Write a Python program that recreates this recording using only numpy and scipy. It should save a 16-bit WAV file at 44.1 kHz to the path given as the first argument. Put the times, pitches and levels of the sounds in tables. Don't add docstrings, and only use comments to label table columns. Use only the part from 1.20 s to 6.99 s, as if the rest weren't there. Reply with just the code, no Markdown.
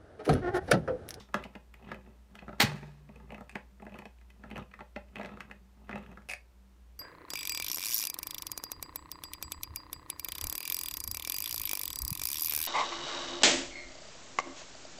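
import sys
import numpy as np
from scipy import signal
from scipy.fft import rfft, irfft, next_fast_len
from scipy.io import wavfile

SR = 44100
rng = np.random.default_rng(int(sys.argv[2]) if len(sys.argv) > 2 else 0)


def waveform_to_disk(signal):
    frames = np.transpose(np.atleast_2d(signal))
    scaled = np.clip(frames, -1, 1) * 32767
    samples = np.round(scaled).astype(np.int16)
    wavfile.write(sys.argv[1], SR, samples)


def ratio(d):
    e = np.asarray(d, float) / 20
    return 10 ** e


N = 255382
T = np.arange(N) / SR


def shade(x, points):
    size = next_fast_len(len(x))
    hz, db = np.transpose(points)
    f = np.maximum(np.arange(size // 2 + 1) * SR / size, 1)
    gain = ratio(np.interp(np.log(f), np.log(hz), db))
    return irfft(rfft(x, size) * gain, size)[:len(x)]


def band(x, lo_hz, hi_hz):
    return signal.sosfilt(signal.butter(2, [lo_hz, min(hi_hz, 20000)], "band", fs=SR, output="sos"), x)


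def unit(x):
    return x / np.sqrt(np.mean(x ** 2))


def ring(x, hz, t60):
    r = np.exp(-np.log(1000) / (max(t60, .002) * SR))
    w = 2 * np.pi * hz / SR
    return signal.lfilter([0, r * np.sin(w)], [1, -2 * r * np.cos(w), r * r], x)


def contacts(times, dbs, contact_s, hz=0):
    out, t = np.zeros(N + 800), np.arange(800) / SR
    swell = (1 - np.exp(-t / 0.00082)) * np.exp(-t / contact_s)
    pushes = rng.standard_normal((len(times), 800)) * swell
    felt = overall = np.sqrt(np.sum(pushes ** 2, axis=1))
    if hz:
        at_mode = np.abs(pushes @ np.exp(2j * np.pi * hz * t))
        felt = np.maximum(at_mode, overall / 2)
    for s, gain, push in zip(times, ratio(dbs) / felt, pushes):
        out[int(s * SR):][:800] += gain * push
    return out[:N]


def strike(modes, times, dbs, contact_s, scatter_db, rub=0, centre_hz=None, focus_db=0):
    hz = np.array(modes)[:, 0]
    share = scatter_db * rng.standard_normal((len(times), len(modes)))
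    if centre_hz is not None:
        share = share - focus_db * np.log2(hz / centre_hz[:, None]) ** 2
    norm = np.sqrt(sum(ratio(db) ** 2 for _, db, _ in modes))
    out = np.zeros(N)
    for k, (f, db, t60) in enumerate(modes):
        push = contacts(times, dbs + share[:, k], contact_s, f) + rub
        out += ratio(db) / norm * ring(push, f, t60)
    return out


def grains(per_s, spread_db, grain_s):
    size_db = spread_db * np.minimum(rng.exponential(size=N), 3)
    hit = (rng.random(N) < per_s / SR) * ratio(size_db)
    envelope = signal.lfilter([1], [1, -np.exp(-1 / (grain_s * SR))], hit)
    return unit(envelope * rng.standard_normal(N))


def swells(table):
    gain = np.zeros(N)
    for s, db, rise_s, fall_s in table:
        away = np.maximum((s - T) / max(rise_s, .001), (T - s) / max(fall_s, .001))
        gain += ratio(db - 20 * away)
    return gain


# [f/Hz, rms level/dB]
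HUM_TONES = [(59.2, -57), (193.8, -72)]
# [f/Hz, level/dB per Hz]
HISS_COLOUR = [(15, -48.5), (25, -22.5), (41, 2), (64, -4.5), (119, -31), (410, -35), (741, -38.5),
               (871, -36.5), (997, -38.5), (1170, -41), (1620, -42.5), (4260, -49), (15500, -55.5)]


def background():
    (mains_hz, mains_db), (motor_hz, motor_db) = HUM_TONES
    mains = np.sin(2 * np.pi * mains_hz * T)
    mains = mains * (1 + 0.22 * unit(band(rng.standard_normal(N), 0.23, 4)))
    motor = unit(ring(rng.standard_normal(N), motor_hz, 0.79))
    colour = [(f, db - 14 * (f < 90)) for f, db in HISS_COLOUR]
    hiss = shade(rng.standard_normal(N), colour)
    hiss = hiss / np.std(band(hiss, 260, 15500))
    return ratio(mains_db + 4.0) * mains + ratio(motor_db) * motor + ratio(-71) * hiss


# [f/Hz, t60/s]
ROOM_DECAY = [(125, 0.17), (500, 0.24), (2000, 0.2), (6000, .22), (14000, 0.067)]


def room(x, gap_s):
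    t = T[:SR // 2]
    hz, t60 = np.transpose(ROOM_DECAY)
    tail = np.zeros(len(t))
    for f in 125 * 2. ** np.arange(8):
        octave = band(rng.standard_normal(len(t)), f / 2 ** .5, f * 2 ** .5)
        tail += octave * np.exp(-np.log(1000) * t / np.interp(np.log(f), np.log(hz), t60))
    tail = tail * (1 - np.exp(-t / gap_s))
    return signal.fftconvolve(x, tail / np.sqrt(np.sum(tail ** 2)))[:N]


# [f/Hz, level/dB, t60/s]
BLADE_MODES = [(588, -10, 0.051), (736, -6, 0.052), (1785, -1, 0.011), (1950, -12, .015),
               (2200, 4.5, 0.013), (2446, 0, 0.03), (2540, 3.5, 0.03), (2660, -6, 0.02), (2830, -20, .014),
               (3760, -17.5, 0.0076), (4830, -5, 0.012)]
# [f/Hz, level/dB, t60/s]
SHANK_MODES = [(3700, 2, 0.055), (4300, -6, .03), (4770, -3, .05), (5340, -5, .05), (5900, -9, .03),
               (7150, -16, .03)]
# [t/s, peak level/dB, tip ping level/dB against the peak]
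BLADE_CONTACTS = [(2.2937, -38, -10), (2.3125, -49, -7.5), (2.3238, -53.5, 0.5), (5.0875, -32, 6.5),
                  (5.0935, -33.5, -5), (5.097, -27, -2), (5.1064, -30.5, -8), (5.1125, -27.5, 1.5),
                  (5.1184, -34.5, -12), (5.1245, -37, 6), (5.1345, -27, -7), (5.1484, -43, -8),
                  (5.1644, -62, 18)]


def blade():
    s, db, ping_db = np.transpose(BLADE_CONTACTS)
    slot = band(strike(BLADE_MODES, s, db - 0.5, 0.0014, 0.82), 340, 5700)
    rasp = band(contacts(s, db + 8.0, .003), 3800, 8800)
    ping = band(contacts(s, db + ping_db + 14, 0.00034), 9000, 10500)
    ping = band(ping, 6400, 19000)
    air = band(contacts(s, db - 2, .004), 10000, 15000)
    fade_s = 0.073
    buzz = rng.standard_normal(N) * np.exp(-T / fade_s * 3)
    shank = sum(ratio(g_db) * ring(buzz, hz, t60 / 9) for hz, g_db, t60 in SHANK_MODES)
    shank = shank / np.std(shank[:SR // 50])
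    return slot + rasp + ping + air + ratio(-56) * shank


# [f/Hz, level/dB per Hz]
CRACK_TONE = [(150, -29.5), (250, -13), (544, -8), (681, -10), (837, -1), (1070, -7), (1730, -1),
              (3330, -8), (3960, -8), (4870, -11.5), (7250, -17.5), (10100, -22), (15500, -22)]
# [peak t/s, level/dB, rise/s, fall/s]; rise and fall span 20 dB
CRACK_JOLTS = [
    (1.404, -2, .003, 0.018),
    (1.414, -15.5, 0.0081, 0.039),
    (1.431, -14, 0.019, 0.0068),
    (1.44, -36, .01, 0.21),
]
# [t/s, level/dB]
TABLE_THUMPS = [
    (1.402, -33),
    (1.433, -19),
    (1.952, -51.5),
]
# [f/Hz, level/dB, t60/s]
TABLE_MODES = [(77, -12, .1), (103, -2, 0.06), (123.8, -3, .16), (146, -17, 1.5), (152, -17, .8),
               (198, -1, .11)]


def crack():
    chatter = shade(grains(1500, spread_db=-2.9, grain_s=0.0036), CRACK_TONE)
    shell = unit(sum(ratio(db) * ring(chatter, hz, t60) for hz, db, t60 in SHELL_MODES + LID_MODES))
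    chatter = unit(chatter)
    first = swells(CRACK_JOLTS[:-1]) * (chatter + ratio(-12.5) * shell)
    duller = band(chatter, 100, 11000)
    after = swells(CRACK_JOLTS[-1:]) * (duller + ratio(-3.5) * shell)
    s, db = np.transpose(TABLE_THUMPS)
    return ratio(-7.5) * (first + after) + strike(TABLE_MODES, s, db, 0.006, 1.0)


# [t/s, ring peak level/dB, weight on lid and box/dB, edge snap/dB]; weight and snap are against the ring
SLIPS_AT_HUB = [(.0873, -51.5, -5, -27), (.142, -16, -10.5, -29), (.2259, -44, -7, -26),
                (0.2509, -45, 3, -23), (0.337, -54, -11, -28), (0.69, -42.5, -16, -33),
                (0.716, -27, -9.5, -35.5), (1.266, -49, -3, -36.5), (1.28, -39, -0.5, -35.5),
                (1.291, -35.5, -4, -48), (1.3277, -38.5, -4.5, -40), (1.384, -50, -2, -21.5),
                (1.9997, -52.5, -2, -27), (2.1794, -41.5, -6, -30), (2.2079, -42, -1.5, -23),
                (2.2414, -61, -8, -12.5), (2.598, -48, -3, -38.5), (2.7569, -42.5, -2.5, -31),
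                (3.237, -38.5, -7.5, -41.5), (3.378, -36, -1.5, -20.5), (3.5907, -40, -13, -34),
                (4.0899, -40.5, -5, -34.5), (4.1157, -51, 2, -39.5), (4.1715, -41, -7, -31.5),
                (4.2989, -47, -6.5, -28), (4.693, -32, -8, -32), (4.7811, -57.5, 12, -8),
                (4.9277, -51, -7.5, -28), (4.9725, -41, -5.5, -28.5), (5.0194, -53, -16.5, -20)]
SLIPS_AT_WEB = [(.364, -67, -10, -17), (0.3524, -39, 0.5, -23), (0.8096, -57, -17, -29),
                (0.8623, -57, -6, -43), (1.153, -44, -7, -13.5), (1.2219, -46.5, 3, -32),
                (1.628, -44.5, 1.5, -37), (2.1044, -45.5, -1, -24), (2.3543, -28, -7, -28.5),
                (2.6657, -44.5, 2.5, -34), (2.819, -46.5, -3.5, -27), (3.0124, -54, -13, -18.5),
                (3.367, -35, -7.5, -30), (3.513, -51.5, -13.5, -24), (3.5379, -39.5, -16, -29.5),
                (3.6055, -36.5, -4, -42), (3.761, -32.5, -6, -30.5), (3.9657, -37.5, -4.5, -37.5),
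                (3.9963, -39.5, 2, -27), (4.0119, -36.5, -5, -27), (4.0311, -40.5, -3, -18),
                (4.0473, -35, -6.5, -26), (4.0585, -40, -1, -17.5), (4.2046, -32, -17, -21.5),
                (4.3119, -37.5, -12.5, -23.5), (4.7108, -36, -16, -36), (4.728, -34.5, -6, -42),
                (4.7558, -37, -0.5, -22)]
SLIPS_AT_RIM = [(0.2381, -36, -30, -24), (0.5399, -44.5, -12, -22.5), (0.6246, -54.5, 3, -29),
                (0.6454, -52.5, -12, -40), (.7439, -39, -6.5, -29), (1.1888, -39.5, -23, -37),
                (1.6787, -64, 12, -24), (1.8896, -52, 4, -37), (1.958, -48.5, -5, -23),
                (2.1203, -45.5, 5, -20), (2.1443, -40, -2.5, -27), (2.621, -49, 6.5, -24),
                (2.651, -52, 2, -23.5), (2.6938, -52, -13, -26), (2.72, -50, 2, -29), (2.7415, -45, 3, -25),
                (2.7875, -37.5, -3, -19.5), (2.8542, -40, -1.5, -21.5), (2.9846, -61, -6.5, -21),
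                (3.102, -46.5, -16.5, -22), (3.3023, -54, -16, -12), (3.3118, -37.5, -0.5, -30.5),
                (3.3576, -34.5, -3, -30), (3.4236, -49.5, -5, -25), (3.8845, -58.5, -12.5, -26),
                (3.9562, -36.5, -6.5, -26), (3.9832, -39.5, -1, -31), (4.8267, -55, 3, -21),
                (4.862, -48, -14, -29), (4.9149, -52, -2, -21)]


def tooth_slips():
    tables = [SLIPS_AT_HUB, SLIPS_AT_WEB, SLIPS_AT_RIM]
    s, ring_db, weight_db, snap_db = np.transpose(sum(tables, []))
    part = np.repeat([0, 1, 2], [len(table) for table in tables])
    creep_db = np.minimum(ring_db - 20, -46)
    s = np.r_[s, s - .0045]
    ring_db = np.r_[ring_db, creep_db]
    return s, ring_db, np.tile(weight_db, 2), np.tile(snap_db, 2), np.tile(part, 2)


# [f/Hz, level/dB, t60/s]
BOX_MODES = [(137, -4, 0.067), (147, -12, .12), (204.5, 6.5, .13), (248, -1.5, 0.071), (334.4, -6, 0.0067),
             (385.2, 1.5, 0.049)]
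LID_MODES = [(497.4, 0.5, 0.079), (611.8, 4.5, 0.071), (705.4, 7.5, 0.024), (763, -6, 0.032),
             (843, -3, 0.09), (939.5, 1.5, 0.026), (1024, -5.5, 0.028)]
SHELL_MODES = [(1287, -5.5, 0.039), (1353, 1, 0.023), (1690, -0.5, 0.0111), (1795, 3, 0.011),
               (2006, 1.5, 0.018), (1990, 2, 0.0033), (2380, -11.5, 0.0056), (2543, 6.5, 0.016),
               (2620, -5.5, 0.015), (3016, -7.5, 0.026), (3400, -13.5, 0.0075), (4388, -11, 0.024)]
# [f/Hz, level/dB, t60/s]
TEETH_MODES = [(1290, -4, .035), (2006, -4, 0.015), (2640, -4, 0.013), (3500, -12.5, 0.02)]
LID_SHARE = (0.16, 1.5, -0.35)


def plastic_body(slips, low, high, scrape):
    s, ring_db, weight_db, _, part = slips
    ring_hz = np.array([1310, 1880, 2600])[part]
    lid_db = ring_db + weight_db + np.array(LID_SHARE)[part]
    rub = low * grains(260, spread_db=2.0, grain_s=0.0014)
    box = strike(BOX_MODES, s, ring_db + weight_db + 0.5, 0.0023, 0.89, ratio(-23.5) * rub)
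    lid = strike(LID_MODES, s, lid_db, 0.010553, 3.1, ratio(-30.5) * rub)
    shell = strike(SHELL_MODES, s, ring_db + 6.0, 0.00173, 1.3, ratio(-21.0) * high * scrape,
                   ring_hz, focus_db=23.5)
    teeth = sum(ratio(db - 28.5) * ring(high * scrape, hz, t60) for hz, db, t60 in TEETH_MODES)
    return band(box + lid + shell + teeth, 100, 5200)


SNAP_AIR = (-3.5, -6.5, 1.5)


def edge_snap(slips):
    s, ring_db, weight_db, snap_db, part = slips
    snap_s = .0013
    edge_db = ring_db + snap_db
    air_db = np.array(SNAP_AIR)[part] + 3 * rng.standard_normal(len(s))
    click = band(contacts(s, edge_db + 28.0, snap_s), 2600, 6800)
    air = band(contacts(s, edge_db + air_db + 25, snap_s), 6400, 14000)
    shiver = band(contacts(s, edge_db + 18, 0.0065), 2400, 12000)
    scuff = band(contacts(s, ring_db - 3 - 0.53 * weight_db, .0055), 1200, 4900)
    return click + air + shiver + scuff


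# [t/s of most effort, effort level/dB, build/s, ease/s]; build and ease span 20 dB
HAND_TWISTS = [(.003, -44.5, 0.018, 0.046), (.165, -42.5, 0.056, 0.19), (.71, -42.5, .13, 0.078),
               (.9, -56.5, 0.24, 0.1), (1.22, -52.5, 0.21, 1), (1.5, -42, 0.045, 0.12),
               (1.92, -61.5, 0.036, 0.29), (2.14, -55.5, .2, 0.38), (2.38, -58.5, 0.029, 0.12),
               (2.77, -47, 0.12, 0.062), (3.29, -62.5, 0.12, 0.43), (3.41, -40.5, 0.17, 0.026),
               (3.58, -70.5, 0.14, .15), (4.02, -50.5, 0.17, 0.15), (4.13, -49, 0.15, 0.3),
               (4.64, -62, .15, .2), (4.765, -43, 0.11, .12), (4.9, -55.5, 0.18, 0.23),
               (5.03, -63.5, 0.27, 0.13)]


def gear():
    low = swells(HAND_TWISTS)
    full_effort_db, shell_slope = -45, 1.25
    high = ratio(-55.5) * (low / ratio(full_effort_db)) ** shell_slope
    scrape = grains(700, spread_db=2.5, grain_s=0.002)
    slips = tooth_slips()
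    body = plastic_body(slips, low, high, scrape)
    return body + edge_snap(slips) + ratio(-12.5) * high * band(scrape, 3700, 4900)


def scene():
    near = gear() + crack() + blade()
    wall = ratio(-14.0) * np.roll(band(near, 490, 5000), int(.009 * SR))
    tail = ratio(-10.5) * room(near, gap_s=0.0019)
    return (near + wall + tail + background())[None]


def low_pass(x):
    return signal.sosfilt(signal.butter(12, 15810, fs=SR, output="sos"), x)


def record(dry):
    dry = signal.sosfilt(signal.butter(4, 48, "high", fs=SR, output="sos"), dry)
    notched = signal.lfilter(*signal.iirnotch(10500, 14, fs=SR), dry)
    dry = notched * 0.55 + 0.42 * dry
    top = signal.ellip(8, .2, 70, 15450, fs=SR, output="sos")
    mix = signal.sosfilt(top, .7 * np.tanh(dry / .7))
    return low_pass(mix)


dry = scene()
out = record(dry)
waveform_to_disk(out)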